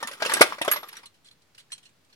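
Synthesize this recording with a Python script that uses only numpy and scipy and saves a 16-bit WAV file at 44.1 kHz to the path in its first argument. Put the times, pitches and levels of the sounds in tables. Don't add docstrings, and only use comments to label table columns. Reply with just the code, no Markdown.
import sys
import numpy as np
from scipy import signal
from scipy.fft import rfft, irfft
from scipy.io import wavfile

SR = 44100
rng = np.random.default_rng(int(sys.argv[2]) if len(sys.argv) > 2 else 0)


def wav_record(signal):
    frames = np.transpose(np.atleast_2d(signal))
    bounded = np.clip(frames, -1, 1)
    quanta = np.round(bounded * 32767).astype(np.int16)
    wavfile.write(sys.argv[1], SR, quanta)


def voltage_ratio(decibels):
    exponent = np.asarray(decibels, float) / 20
    return 10 ** exponent


N = 94815
HZ = np.maximum(np.arange(N // 2 + 1) * SR / N, 1)
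TAIL_S = np.arange(SR // 5) / SR
TAIL_HZ = np.maximum(np.arange(len(TAIL_S) // 2 + 1) * 5, 1)
WALL_RISE_S = 0.0042


def at_hz(points, hz):
    f, value = np.transpose(points)
    return np.interp(np.log(hz), np.log(f), value)


def rms_one(x):
    return x / np.sqrt(np.mean(x ** 2) + 1e-20)


def dying(t60_s, rise_s):
    rise = 1 - np.exp(-TAIL_S / max(rise_s, 1e-5))
    shape = rise * voltage_ratio(-60 * TAIL_S / max(t60_s, .005))
    return shape / shape.max()


def add(out, s, sound):
    i = int(s * SR)
    out[:, i:i + sound.shape[1]] += sound[:, :N - i]


def port_pair(mid, side, likeness):
    alike = np.clip(likeness, 0, 1)
    return np.sqrt(1 + alike) * mid + np.sqrt(1 - alike) * side * [[1], [-1]]


def struck(colour_db):
    # f/Hz, likeness [0-1]
    blow_alike = [(100, 0.95), (600, 0.9), (1500, 0.56), (12000, 0)]
    lump_db = 4
    mid, side = rng.standard_normal((2, len(TAIL_HZ), 2)) @ [1, 1j]
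    lumps = np.interp(np.log2(TAIL_HZ) * 5, np.arange(80), rng.standard_normal(80))
    modes = port_pair(mid, side, at_hz(blow_alike, TAIL_HZ))
    return rms_one(irfft(voltage_ratio(colour_db + lump_db * lumps) * modes, len(TAIL_S)))


def tone(hz, t60_s, turn):
    wobble_depth, wobble_grow_s, rise_s = .65, .008, 0.00077
    drift = np.interp(TAIL_S * 250, np.arange(52), rng.standard_normal(52))
    wobble = 1 + wobble_depth * np.minimum(TAIL_S / wobble_grow_s, 1) * drift
    phase = hz * TAIL_S + np.array([[0], [turn]])
    return np.sin(2 * np.pi * phase) * wobble * dying(t60_s, rise_s)


def single_modes(table, turn_spread):
    out = np.zeros((2, N))
    for (s, hz, db, t60_s), turn in zip(table, turn_spread * rng.standard_normal(len(table))):
        add(out, s, voltage_ratio(db) * tone(hz, t60_s, turn))
    return out


def hush():
    # f/Hz, level/dB
    hush_colour = [(30, -23), (60, -8), (110, -0.5), (300, -7), (800, -11), (4300, -15.5), (9000, -23),
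                   (16000, -28)]
    # f/Hz, likeness [0-1]
    hush_alike = [(100, 0.82), (1000, 0.3), (10000, .1)]
    hush_db = -66
    mid, side = rfft(rng.standard_normal((2, N)))
    noise = port_pair(mid, side, at_hz(hush_alike, HZ))
    return voltage_ratio(hush_db) * rms_one(irfft(noise * voltage_ratio(at_hz(hush_colour, HZ)), N))


def garage(x):
    t60_s, gap_s, cut_hz, level_db = 0.23, 0.0068, 9700, -18.5
    t = np.arange(SR // 2) / SR
    tail = rng.standard_normal((2, len(t))) * voltage_ratio(-60 * t / t60_s) * np.clip(t / gap_s, 0, 1)
    tail = signal.sosfilt(signal.butter(1, cut_hz, fs=SR, output="sos"), tail)
    tail /= np.sqrt(np.sum(tail ** 2) / 2)
    return voltage_ratio(level_db) * signal.fftconvolve(x, tail, axes=1)[:, :N]


def ports(x):
    # f/Hz, level/dB
    left_over_right = [(200, 0.5), (2000, 1.5), (9000, -6), (14000, -5)]
    left_lead_s = .00016
    hz = np.arange(N // 2 + 1) * SR / N
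    half = voltage_ratio(at_hz(left_over_right, HZ) / 2) * np.exp(1j * np.pi * hz * left_lead_s)
    return irfft(rfft(x) * np.array([half, 1 / half]), N)


def shove():
    # t/s, level/dB
    strength = [(0, -43), (.06, -47.5), (.14, -49), (.165, -52), (0.194, -51), (.215, -37.5), (.33, -32.5),
                (.45, -37), (0.542, -41), (.57, -54), (.7, -39.5), (.78, -41.5), (.82, -52.5), (1.0, -56.5),
                (1.1, -68.5)]
    # f/Hz, level/dB
    heap_colour = [(60, -39), (190, -6.5), (540, -8.5), (1200, -0.5), (2220, -5), (9150, -20.5),
                   (15500, -24.5)]
    grains_per_s, spread_db, t60_s, rise_s = 1300, 3, 0.032, 0.00069
    sizes = voltage_ratio(spread_db * np.minimum(rng.exponential(1, N), 5)) * rng.choice([-1, 1], N)
    clicks = sizes * (rng.random(N) < grains_per_s / SR)
    dealt = rng.integers(0, 4, N)
    grains = np.zeros((2, N))
    for k in range(4):
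        piece = struck(at_hz(heap_colour, TAIL_HZ)) * dying(t60_s, rise_s)
        grains += signal.fftconvolve((clicks * (dealt == k))[None], piece, axes=1)[:, :N]
    s, db = np.transpose(strength)
    return voltage_ratio(np.interp(np.arange(N) / SR, s, db, right=-120)) * rms_one(grains)


def ticks():
    # t/s, f/Hz, level/dB, t60/s
    tick_modes = [(.735, 11300, -33, .07), (.765, 11550, -42, 0.071), (.765, 10100, -47, .04),
                  (.830, 9860, -52, .05), (.885, 11460, -40.5, .05), (.910, 11000, -52.5, 0.028),
                  (.929, 9760, -40, .025), (.969, 7960, -43.5, 0.015), (.969, 10730, -55, 0.026),
                  (1.057, 10880, -47, .03), (1.255, 4200, -57, .08), (1.285, 3320, -48, 0.031),
                  (1.312, 4190, -50.5, .05), (1.547, 5580, -60, 0.028), (1.581, 2882, -50, 0.056),
                  (1.852, 7080, -60, .015), (1.857, 4250, -51.5, .06), (1.860, 2900, -54, 0.058),
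                  (2.100, 1150, -60, .06), (1.703, 1750, -53, 0.044), (1.72, 1046, -53, 0.052),
                  (2.126, 4330, -55, .05), (2.128, 1915, -60.5, 0.032)]
    return single_modes(tick_modes, 0.36)


def panels():
    # t/s, f/Hz, level/dB, t60/s
    panel_modes = [(.027, 555, -30, 0.029), (.026, 900, -30, 0.032), (.030, 1810, -32.5, 0.13),
                   (.045, 240, -43.5, 0.085), (.072, 2000, -40, 0.056), (.084, 1050, -37.5, 0.046),
                   (.085, 570, -42, 0.029), (.110, 570, -43, 0.071), (.130, 570, -43, 0.035),
                   (.113, 1950, -41, 0.064), (.221, 1620, -25.5, 0.1), (.221, 1050, -27, 0.045),
                   (.294, 900, -27.5, 0.058), (.317, 550, -28, 0.038), (.368, 1610, -24.5, 0.096),
                   (.409, 353, -15.5, .03), (.4145, 681, -14.5, 0.028), (.411, 915, -15, 0.068),
                   (.413, 1199, -8.5, 0.056), (.412, 1407, -12.5, 0.033), (.4125, 2160, -7.5, 0.026),
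                   (.417, 1990, -19, 0.085), (.422, 2420, -21, 0.063), (.583, 600, -37, 0.032),
                   (.613, 350, -27, 0.022), (.613, 930, -24, .04), (.614, 1930, -26, 0.028),
                   (.648, 750, -32.5, 0.07), (.678, 1080, -18.5, 0.046), (.679, 1300, -20.5, 0.035),
                   (.679, 1550, -22.5, 0.034), (.714, 1210, -24.5, 0.057), (.722, 1640, -20, 0.046),
                   (.760, 600, -35, 0.1), (.838, 1207, -44, 0.14), (1.04, 1120, -52, 0.062)]
    return single_modes(panel_modes, 0.02)


def rings():
    # t/s, f/Hz, level/dB, t60/s
    socket_modes = [(0.0725, 9710, -37.5, 0.11), (.0735, 7130, -34, .03), (0.115, 9710, -48.5, 0.28),
                    (0.2233, 6050, -34, .02), (0.322, 6200, -31, 0.011), (0.336, 8010, -15.5, .05),
                    (.3375, 10780, -16.5, .025), (.3375, 6080, -23.5, 0.017), (.3365, 3430, -29.5, .035),
                    (0.7138, 11510, -12, 0.094), (.7135, 11770, -35, 0.33), (0.7126, 9550, -21, 0.052),
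                    (.7685, 2044, -34.5, 0.098), (1.035, 925, -47.5, .07), (0.9278, 5086, -44, 0.031),
                    (.9285, 902, -43.5, .07), (0.9687, 5730, -38.5, 0.038)]
    return single_modes(socket_modes, 0.13)


def rattle():
    # t/s, ring level/dB, smack level/dB, spread/s
    rattles = [(1.057, -37, -43.5, 0.0025), (1.140, -73.5, -60.5, .01), (1.245, -46, -55.5, 0.02),
               (1.266, -58, -54, 0.013), (1.286, -66, -61, 0.0027), (1.31, -52, -54.5, 0.0048),
               (1.418, -62.5, -61, 0.0033), (1.547, -60, -52, .003), (1.578, -52.5, -46.5, .008),
               (1.592, -42, -49.5, 0.0094), (1.703, -63, -57, 0.025), (1.719, -23, -38.5, 0.0051),
               (1.747, -50, -51.5, 0.0017), (1.779, -57, -47, 0.0016), (1.827, -63, -54.5, 0.015),
               (1.853, -51.5, -52.5, 0.0075), (1.890, -66, -58, 0.00088), (2.046, -65.5, -63, .001),
               (2.094, -67.5, -63, 0.012), (2.127, -60.5, -54, 0.0044)]
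    # f/Hz, level/dB, t60/s
    head_modes = [(2870, -17, 0.056), (3210, -6, 0.03), (4140, -6, 0.044), (4300, -18, 0.085),
                  (5900, -14.5, 0.03), (7914, -25, 0.029), (8147, -3.5, 0.029), (10200, -10, 0.012)]
    # f/Hz, level/dB
    smack_colour = [(500, -27), (1100, -15), (2300, -3.5), (3500, -2), (6000, -8), (10000, -12.5),
                    (15000, -33.5)]
    smack_t60_s, tap_luck_db = 0.06, 3
    out = np.zeros((2, N))
    for s, ring_db, smack_db, spread_s in rattles:
        smack = struck(at_hz(smack_colour, TAIL_HZ)) * dying(smack_t60_s + 4 * spread_s, 0.42 * spread_s)
        add(out, s, voltage_ratio(smack_db - 2.5) * smack)
        for late_s in np.arange(3) * rng.uniform(0.66, 1.9, 3) * spread_s:
            for hz, db, t60_s in head_modes:
                luck, turn = rng.standard_normal(2)
                level = voltage_ratio(ring_db + db - 9 + tap_luck_db * luck)
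                add(out, s + late_s, level * tone(hz, t60_s, 0.103 * turn))
    return out


def knocks():
    # t/s, floor level/dB, walls level/dB, loose sockets level/dB, floor pitch
    # f/Hz
    drawer_knocks = [(0.027, -18, -33.5, -32.5, 1260), (0.072, -33, -36, -29, 1161), (0.085, -30, -43, -42.5, 1237),
                     (0.112, -41.5, -39, -42, 559), (0.131, -43, -42, -41, 1294), (0.204, -25, -41.5, -49, 1298),
                     (0.221, -16, -24.5, -33, 672), (0.25, -17.5, -27.5, -30.5, 1261),
                     (0.295, -19, -27, -31.5, 1610), (0.319, -12, -33, -30, 1640), (0.336, -24, -22.5, -17, 556),
                     (0.368, -18, -30, -30, 620),
                     (0.523, -18.5, -37.5, -50.5, 1130), (0.583, -29, -40.5, -48, 1140),
            (0.615, -21.5, -25, -25.5, 573), (0.648, -20, -36, -30, 1180), (0.678, -13.5, -25.5, -30, 630),
            (0.714, -17, -24.5, -20, 1600), (0.734, -19, -30, -31.5, 1160), (0.76, -20.5, -32.5, -44, 1070),
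            (0.83, -26.5, -42.5, -52, 890), (0.886, -56, -43.5, -44.5, 670),
            (0.928, -55, -45.5, -47.5, 920), (0.952, -60.5, -46.5, -54.5, 1493),
            (0.967, -82.5, -42.5, -43, 1472), (0.984, -69, -52, -54, 1830), (1.031, -48, -51, -54.5, 910),
                     (.260, -22, -27, -27.5, 558),
        (0.394, -19.5, -32, -37.5, 1070),
        (0.409, -7.5, -17, -14, 443),
        (0.4125, -2, -11, -13, 581),
        (0.4152, -16, -16.5, -10.5, 920),
    ]
    # f/Hz, width/Hz
    floor_plate = [(340, 120), (500, 60), (655, 54), (912, 22), (1100, 110), (1205, 73), (1400, 29),
                   (1630, 46)]
    # f/Hz, level/dB
    wall_colour = [(700, -39.5), (1300, -2), (2000, 2.5), (4500, -3), (6000, -10), (9000, -40)]
    # f/Hz, level/dB
    loose_colour = [(3000, -39), (5000, -9), (10000, 1.5), (12000, -6.5), (13200, -11.5), (16000, -21.5)]
    spot_octaves, spot_skirt_db = .8, -24.5
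    push_db, push_cycles = -4, 13
    plate = sum(1 / (1 + (2 * (TAIL_HZ - hz) / width_hz) ** 2) for hz, width_hz in floor_plate)
    plate_db = 0.49 * 10 * np.log10(plate)
    thud = dying(0.068, 0.00054)
    rumble = voltage_ratio(-18) * dying(.15, WALL_RISE_S)
    wall_fall = dying(0.064, WALL_RISE_S)
    loose_fall = dying(0.062, 0.00055)
    out = np.zeros((2, N))
    for s, floor_db, wall_db, loose_db, hz in drawer_knocks:
        spot_db = np.maximum(-6 * (np.log2(TAIL_HZ / hz) / spot_octaves) ** 2, spot_skirt_db)
        floor = voltage_ratio(floor_db - 12.5) * struck(plate_db + spot_db) * (thud + rumble)
        push = voltage_ratio(floor_db + push_db) * tone(hz, push_cycles / hz, 0.0065)
        walls = voltage_ratio(wall_db + 0.5) * struck(at_hz(wall_colour, TAIL_HZ)) * wall_fall
        loose = voltage_ratio(loose_db - 5.0) * struck(at_hz(loose_colour, TAIL_HZ)) * loose_fall
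        add(out, s, floor + push + walls + loose)
    return out


def scene():
    mic_low_hz = 114.7
    tools = shove() + ticks() + panels() + rings() + rattle() + knocks()
    tools = signal.sosfilt(signal.butter(2, mic_low_hz, "high", fs=SR, output="sos"), tools)
    return hush() + garage(tools) + ports(tools)


def roll_off(x):
    return signal.sosfilt(signal.butter(12, 16160, fs=SR, output="sos"), x)


def record(dry):
    clip_top, offset = 1.2, -.0003
    level = dry / clip_top
    mix = dry / (1 + level ** 4) ** (1 / 4) + offset
    return roll_off(mix)


dry = scene()
out = record(dry)
wav_record(out)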